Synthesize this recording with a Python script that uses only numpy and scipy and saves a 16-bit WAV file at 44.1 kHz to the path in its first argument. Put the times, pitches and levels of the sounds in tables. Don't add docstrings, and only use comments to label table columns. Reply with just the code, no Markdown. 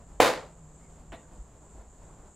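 import sys
import numpy as np
from scipy import signal
from scipy.fft import rfft, irfft
from scipy.io import wavfile
from scipy.ndimage import uniform_filter1d

SR = 44100
rng = np.random.default_rng(int(sys.argv[2]) if len(sys.argv) > 2 else 0)


def inscribe(sig):
    pcm = np.round(np.clip(np.atleast_2d(sig).T, -1, 1) * 32767)
    wavfile.write(sys.argv[1], SR, pcm.astype(np.int16))


N = 103635


def amp(db):
    return 10 ** (np.asarray(db) / 20)


def evened(x):
    return x / np.sqrt(np.mean(x ** 2) + 1e-20)


def read(points, hz):
    f, value = np.transpose(points)
    return np.interp(np.log(hz + 1), np.log(f + 1), value)


def add(mix, start_s, sound):
    part = mix[:, max(round(start_s * SR), 0):][:, :sound.shape[-1]]
    part += sound[..., :part.shape[1]]


def dying(t, t60_s):
    return np.exp(-np.log(1000) * t / t60_s)


def drift(top_hz):
    t = np.arange(0, N + 128, 128) / SR
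    wander = 0
    for f in np.geomspace(2, top_hz, 20):
        wander = wander + np.sin(2 * np.pi * (f * t + rng.random())) / np.sqrt(f)
    return np.interp(np.arange(N) / SR, t, evened(wander))


def grain(size, width):
    return evened(uniform_filter1d(rng.standard_normal(size), size=width))


def humps(rows):
    t = np.arange(N) / SR
    return sum(amp(db) * np.exp(-((t - middle) / half) ** 2) for middle, half, db in rows)


def noise(colour_db, same):
    hz = np.fft.rfftfreq(N, 1 / SR)
    mid, side = rfft(rng.standard_normal((2, N)))
    likeness = np.clip(read(same, hz), -1, 1)
    mid, side = mid * np.sqrt(1 + likeness), side * np.sqrt(1 - likeness)
    return evened(irfft(np.array([mid + side, mid - side]) * amp(colour_db(hz)), N))


# frequency in Hz, likeness 0-1.
AIR_LIKENESS = [(50, .995), (250, 0.94), (700, .93), (2000, .88), (4500, .65), (7500, 0.7), (12000, 0)]


def band(centre_hz, width_hz):
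    return noise(lambda hz: -10 * np.log10(1 + ((hz - centre_hz) / width_hz) ** 4), AIR_LIKENESS)


# frequency in Hz, relative level in dB.
AIR_COLOUR = [(20, -5), (50, 2.5), (75, -3.5), (105, -8.5), (140, -8), (220, -12.5), (400, -16),
              (700, -17.5), (1000, -20.5), (1500, -28.5), (2300, -35.5), (4500, -40.5), (9500, -44),
              (13000, -49), (16000, -58.5)]
AIR_DB, AIR_SWELL_DB = -52.5, 1.6


def air():
    return noise(lambda hz: read(AIR_COLOUR, hz), AIR_LIKENESS) * amp(AIR_DB + AIR_SWELL_DB * drift(top_hz=24))


# time in seconds, level in dB.
HUM_LEVEL = [(0, -66), (.6, -57), (1.05, -61), (1.4, -63), (1.699, -69.5), (2.35, -64.5)]
HUM_HZ, HUM_WAVER_HZ, HUM_FLUTTER_DB = 159.5, 4.9, 2


def hum():
    level_db = np.interp(np.arange(N) / SR, *np.transpose(HUM_LEVEL))
    level_db = level_db + HUM_FLUTTER_DB * drift(top_hz=15)
    pitch_hz = HUM_HZ + HUM_WAVER_HZ * drift(top_hz=12)
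    return amp(level_db) * evened(np.sin(2 * np.pi * np.cumsum(pitch_hz) / SR))


# frequency in Hz, relative level in dB.
INSECT_COLOUR = [(5200, -35), (6100, -20), (6700, -7.5), (7330, -1.5), (7900, -7), (8400, -11.5),
                 (8900, -25.5), (10000, -45.5)]
INSECTS_DB, INSECTS_FLUTTER_DB = -63, 1.15


def insects():
    hiss = noise(lambda hz: read(INSECT_COLOUR, hz), AIR_LIKENESS)
    return hiss * amp(INSECTS_DB + INSECTS_FLUTTER_DB * drift(top_hz=41.4))


# middle in seconds, half length in seconds, level in dB.
RUMBLE_SWELLS = [(.13, 0.055, -49.5), (.66, 0.078, -55), (1.115, 0.039, -46), (1.40, 0.042, -45.5),
                 (1.80, .09, -48)]
RUMBLE_HZ, RUMBLE_WIDTH_HZ = 51, 12


def rumble():
    return band(RUMBLE_HZ, RUMBLE_WIDTH_HZ).mean(0) * humps(RUMBLE_SWELLS)


THUMP_S, THUMP_DB = 0.00028, -11.5


def thump(t):
    u = t / THUMP_S - 3
    return amp(THUMP_DB) * u * np.exp((1 - u ** 2) / 2)


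POP_HZ, POP_T60_S, POP_DB = 637, 0.004, -12


def pop(t):
    ring = np.gradient(np.sin(2 * np.pi * POP_HZ * t) * t * dying(t, POP_T60_S))
    return amp(POP_DB) * ring / abs(ring).max()


def click(colour, size=4096):
    log_gain = np.log(amp(read(colour, abs(np.fft.fftfreq(size, 1 / SR)))))
    wave = np.fft.ifft(np.exp(np.conj(signal.hilbert(log_gain)))).real
    return wave / np.linalg.norm(wave)


SPLAT_DB, SPLAT_T60_S = -3, 0.021
SPRAY_SHARED = .55


def spray(crack, t):
    drops = rng.standard_normal((2, len(t))) * dying(t, SPLAT_T60_S)
    drops = drops + SPRAY_SHARED * drops[::-1]
    wet = signal.fftconvolve(drops, np.diff(crack)[None], axes=1)[:, :len(t)]
    return amp(SPLAT_DB) * evened(wet) / np.sqrt(len(t))


# frequency in Hz, relative level in dB.
CRACK_COLOUR = [(40, -42.5), (120, -29), (270, 3), (700, 1), (1300, -9.5), (2200, -6.5), (3200, -8.5),
                (7200, -15.5), (11500, -22), (16000, -24.5)]
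CRACK_DB = -13


def blow():
    crack = click(CRACK_COLOUR)
    t = np.arange(len(crack)) / SR
    out = np.zeros((2, len(t)))
    add(out, 0, thump(t))
    add(out, 2 * THUMP_S, spray(crack, t) - amp(CRACK_DB) * crack - pop(t))
    return out


# frequency in Hz, t60 in seconds.
ROOM_DECAY = [(100, .38), (250, 0.284), (500, 0.39), (1000, 0.35), (2500, 0.28), (5000, 0.3), (8000, 0.27),
              (12000, .195), (16000, .16)]
# frequency in Hz, likeness 0-1.
ROOM_LIKENESS = [(100, 1), (300, 0.89), (700, 0.86), (2000, 0.93), (4500, 0.84), (7500, 0.6), (12000, .25)]
ROOM_DELAY_S, ROOM_RISE_S, ROOM_HOLD_S = .002, 0.0087, 0.085
ROOM_CLUMP_DB = 1.5


def held_age(t):
    return np.hypot(t, ROOM_HOLD_S) - ROOM_HOLD_S


def room(colour):
    source = noise(lambda hz: read(colour, hz), ROOM_LIKENESS)
    hz, t, z = signal.stft(source, SR, nperseg=256)
    z = z * dying(held_age(t), read(ROOM_DECAY, hz)[:, None])
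    tail = signal.istft(z, SR, nperseg=256)[1][:, :SR]
    tail = tail * np.minimum(np.arange(SR) / SR / ROOM_RISE_S, 1)
    tail = tail * amp(ROOM_CLUMP_DB * grain(SR, width=130))
    return evened(tail) / np.sqrt(SR)


# frequency in Hz, relative level in dB, t60 in seconds.
PRESS_MODES = [(318.2, -3, .28), (430.5, 1, .25), (470, 0, 0.25), (501, 3, .27), (512.2, 0.5, 0.42),
               (566, 1, .32), (586, 0.5, .28), (663.6, 0, .3), (693.4, 0, 0.22), (765, -5, 0.087),
               (833, -2, .26), (870, -1, 0.24), (1013, -4.5, 0.13), (1019, -1.5, 0.3), (1126, -8, .27),
               (1153, -4, .23), (1875, -7.5, .28), (3630, -6.5, 0.2)]
PRESS_RISE_S = .012


def press():
    t = np.arange(SR) / SR
    count = len(PRESS_MODES)
    turns = rng.random((count, 1, 1)) + .04 * rng.standard_normal((count, 2, 1))
    ring = 0
    for (hz, db, t60_s), turn in zip(PRESS_MODES, turns):
        ring = ring + amp(db) * dying(held_age(t), t60_s) * np.sin(2 * np.pi * (hz * t + turn))
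    return ring * np.minimum(t / PRESS_RISE_S, 1)


# start in seconds, gain in dB.
SLAP_EVENT = (.2020, 5.68)
# delay in seconds, level in dB, left-right difference in dB.
SLAP_ECHOES = [(.0039, -8.5, -6.5), (.0068, -19, -0.5), (0.02, -14.5, -1.5), (0.0319, -16, 5)]
# frequency in Hz, relative level in dB.
ROOM_COLOUR = [(40, -43), (90, -28), (122, -12), (155, -19.5), (280, -6), (380, -8), (500, -4), (620, -4.5),
               (800, -4), (1000, -7), (1300, -8), (1650, -9), (2300, -10), (3000, -16.5), (3700, -14.5),
               (4800, -18), (5600, -22.5), (7200, -20.5), (9000, -25.5), (11500, -25), (16000, -35)]
TOUCH_S, TOUCH_DB = 0.0024, -20.5
ROOM_DB, PRESS_DB = 8.5, -35


def slap():
    direct = blow()
    out = np.zeros((2, N))
    start_s, gain_db = SLAP_EVENT
    add(out, start_s - TOUCH_S, amp(TOUCH_DB) * direct)
    add(out, start_s, direct)
    for delay_s, echo_db, pan_db in SLAP_ECHOES:
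        add(out, start_s + delay_s, direct * amp([[echo_db + pan_db / 2], [echo_db - pan_db / 2]]))
    answer = amp(ROOM_DB) * room(ROOM_COLOUR) + amp(PRESS_DB) * press()
    add(out, start_s + ROOM_DELAY_S, answer)
    return amp(gain_db) * out


# middle in seconds, half length in seconds, level in dB before flutter.
PALM_SLIDES = [(.45, 0.021, -68), (1.153, 0.017, -55.5)]
# frequency in Hz, relative level in dB.
SLIDE_COLOUR = [(300, -7), (1000, 0), (1500, -1), (2300, -1), (3000, -7), (3500, -5), (4050, 5.5),
                (4700, -20), (10000, -17), (16000, -30)]


def slides():
    rub = noise(lambda hz: read(SLIDE_COLOUR, hz), ROOM_LIKENESS)
    return rub * humps(PALM_SLIDES) * amp(2 * drift(top_hz=146))


# middle in seconds, half length in seconds, pitch in Hz, level in dB.
SQUEAK_EVENTS = [(.815, .02, 2060, -74), (0.857, 0.042, 2160, -71.5), (1.173, 0.024, 1920, -69),
                 (1.193, 0.027, 2830, -73), (1.25, .02, 1580, -71)]
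SQUEAK_WIDTH_HZ = 70


def squeaks():
    out = 0
    for middle_s, half_s, hz, db in SQUEAK_EVENTS:
        out = out + band(hz, SQUEAK_WIDTH_HZ) * humps([(middle_s, half_s, db)])
    return out


# start in seconds, level in dB.
PAT_EVENTS = [(1.1195, -17.5), (1.1255, -16), (1.1385, -21.5), (1.1432, -24)]
# frequency in Hz, relative level in dB.
PAT_COLOUR = [(50, 1.5), (150, -3), (320, 3.5), (420, -11), (650, 2), (900, -3), (1250, -9), (1480, -7.5),
              (2700, -11), (3700, -17.5), (4900, -30.5), (10000, -32), (16000, -50)]
PAT_RISE_S, PAT_T60_S, PAT_GRAIN_DB = .002, 0.097, 2
PAT_ROOM_DB, PAT_RING_DB = -11, -50.5


def pats():
    out, t = np.zeros((2, N)), np.arange(N) / SR
    for start_s, db in PAT_EVENTS:
        puff = noise(lambda hz: read(PAT_COLOUR, hz), ROOM_LIKENESS)
        puff = puff * dying(t, PAT_T60_S) * np.minimum(t / PAT_RISE_S, 1)
        puff = puff * amp(PAT_GRAIN_DB * grain(N, width=60))
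        add(out, start_s, amp(db) * evened(puff) / np.sqrt(N))
        answer = amp(PAT_ROOM_DB) * room(PAT_COLOUR) + amp(PAT_RING_DB) * press()
        add(out, start_s + ROOM_DELAY_S, amp(db) * answer)
    return out


HOLLOW_AT_S, HOLLOW_HZ, HOLLOW_DB, HOLLOW_T60_S = 1.137, 655, -41.5, 0.14


def hollow():
    t = np.arange(SR) / SR
    out = np.zeros((2, N))
    note = dying(t, HOLLOW_T60_S) * np.sin(2 * np.pi * HOLLOW_HZ * t)
    add(out, HOLLOW_AT_S, amp(HOLLOW_DB) * note)
    return out


# middle in seconds, half length in seconds, level in dB before flutter.
SHUFFLE_EVENTS = [(1.66, 0.063, -61), (1.815, 0.035, -57), (2.09, 0.031, -60), (2.21, 0.11, -60)]
# frequency in Hz, relative level in dB.
SHUFFLE_COLOUR = [(60, -18.5), (200, 1), (550, 3.5), (1000, -2), (1600, -10.5), (2800, -26.5), (10000, -29),
                  (16000, -42)]


def shuffles():
    rub = noise(lambda hz: read(SHUFFLE_COLOUR, hz), ROOM_LIKENESS)
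    return rub * humps(SHUFFLE_EVENTS) * amp(2 * drift(top_hz=81.8))


def scene():
    handling = slap() + pats() + slides() + hollow() + shuffles() + squeaks()
    background = air() + rumble() + hum() + insects()
    return handling + background


EDGE_HZ = 16000


def record(dry):
    held = dry / (1 + dry ** 10) ** (1 / 10)
    lowpass = signal.firwin(511, EDGE_HZ, window=("kaiser", 9), fs=SR)
    return signal.oaconvolve(held, lowpass[None], "same")


dry = scene()
out = record(dry)
inscribe(out)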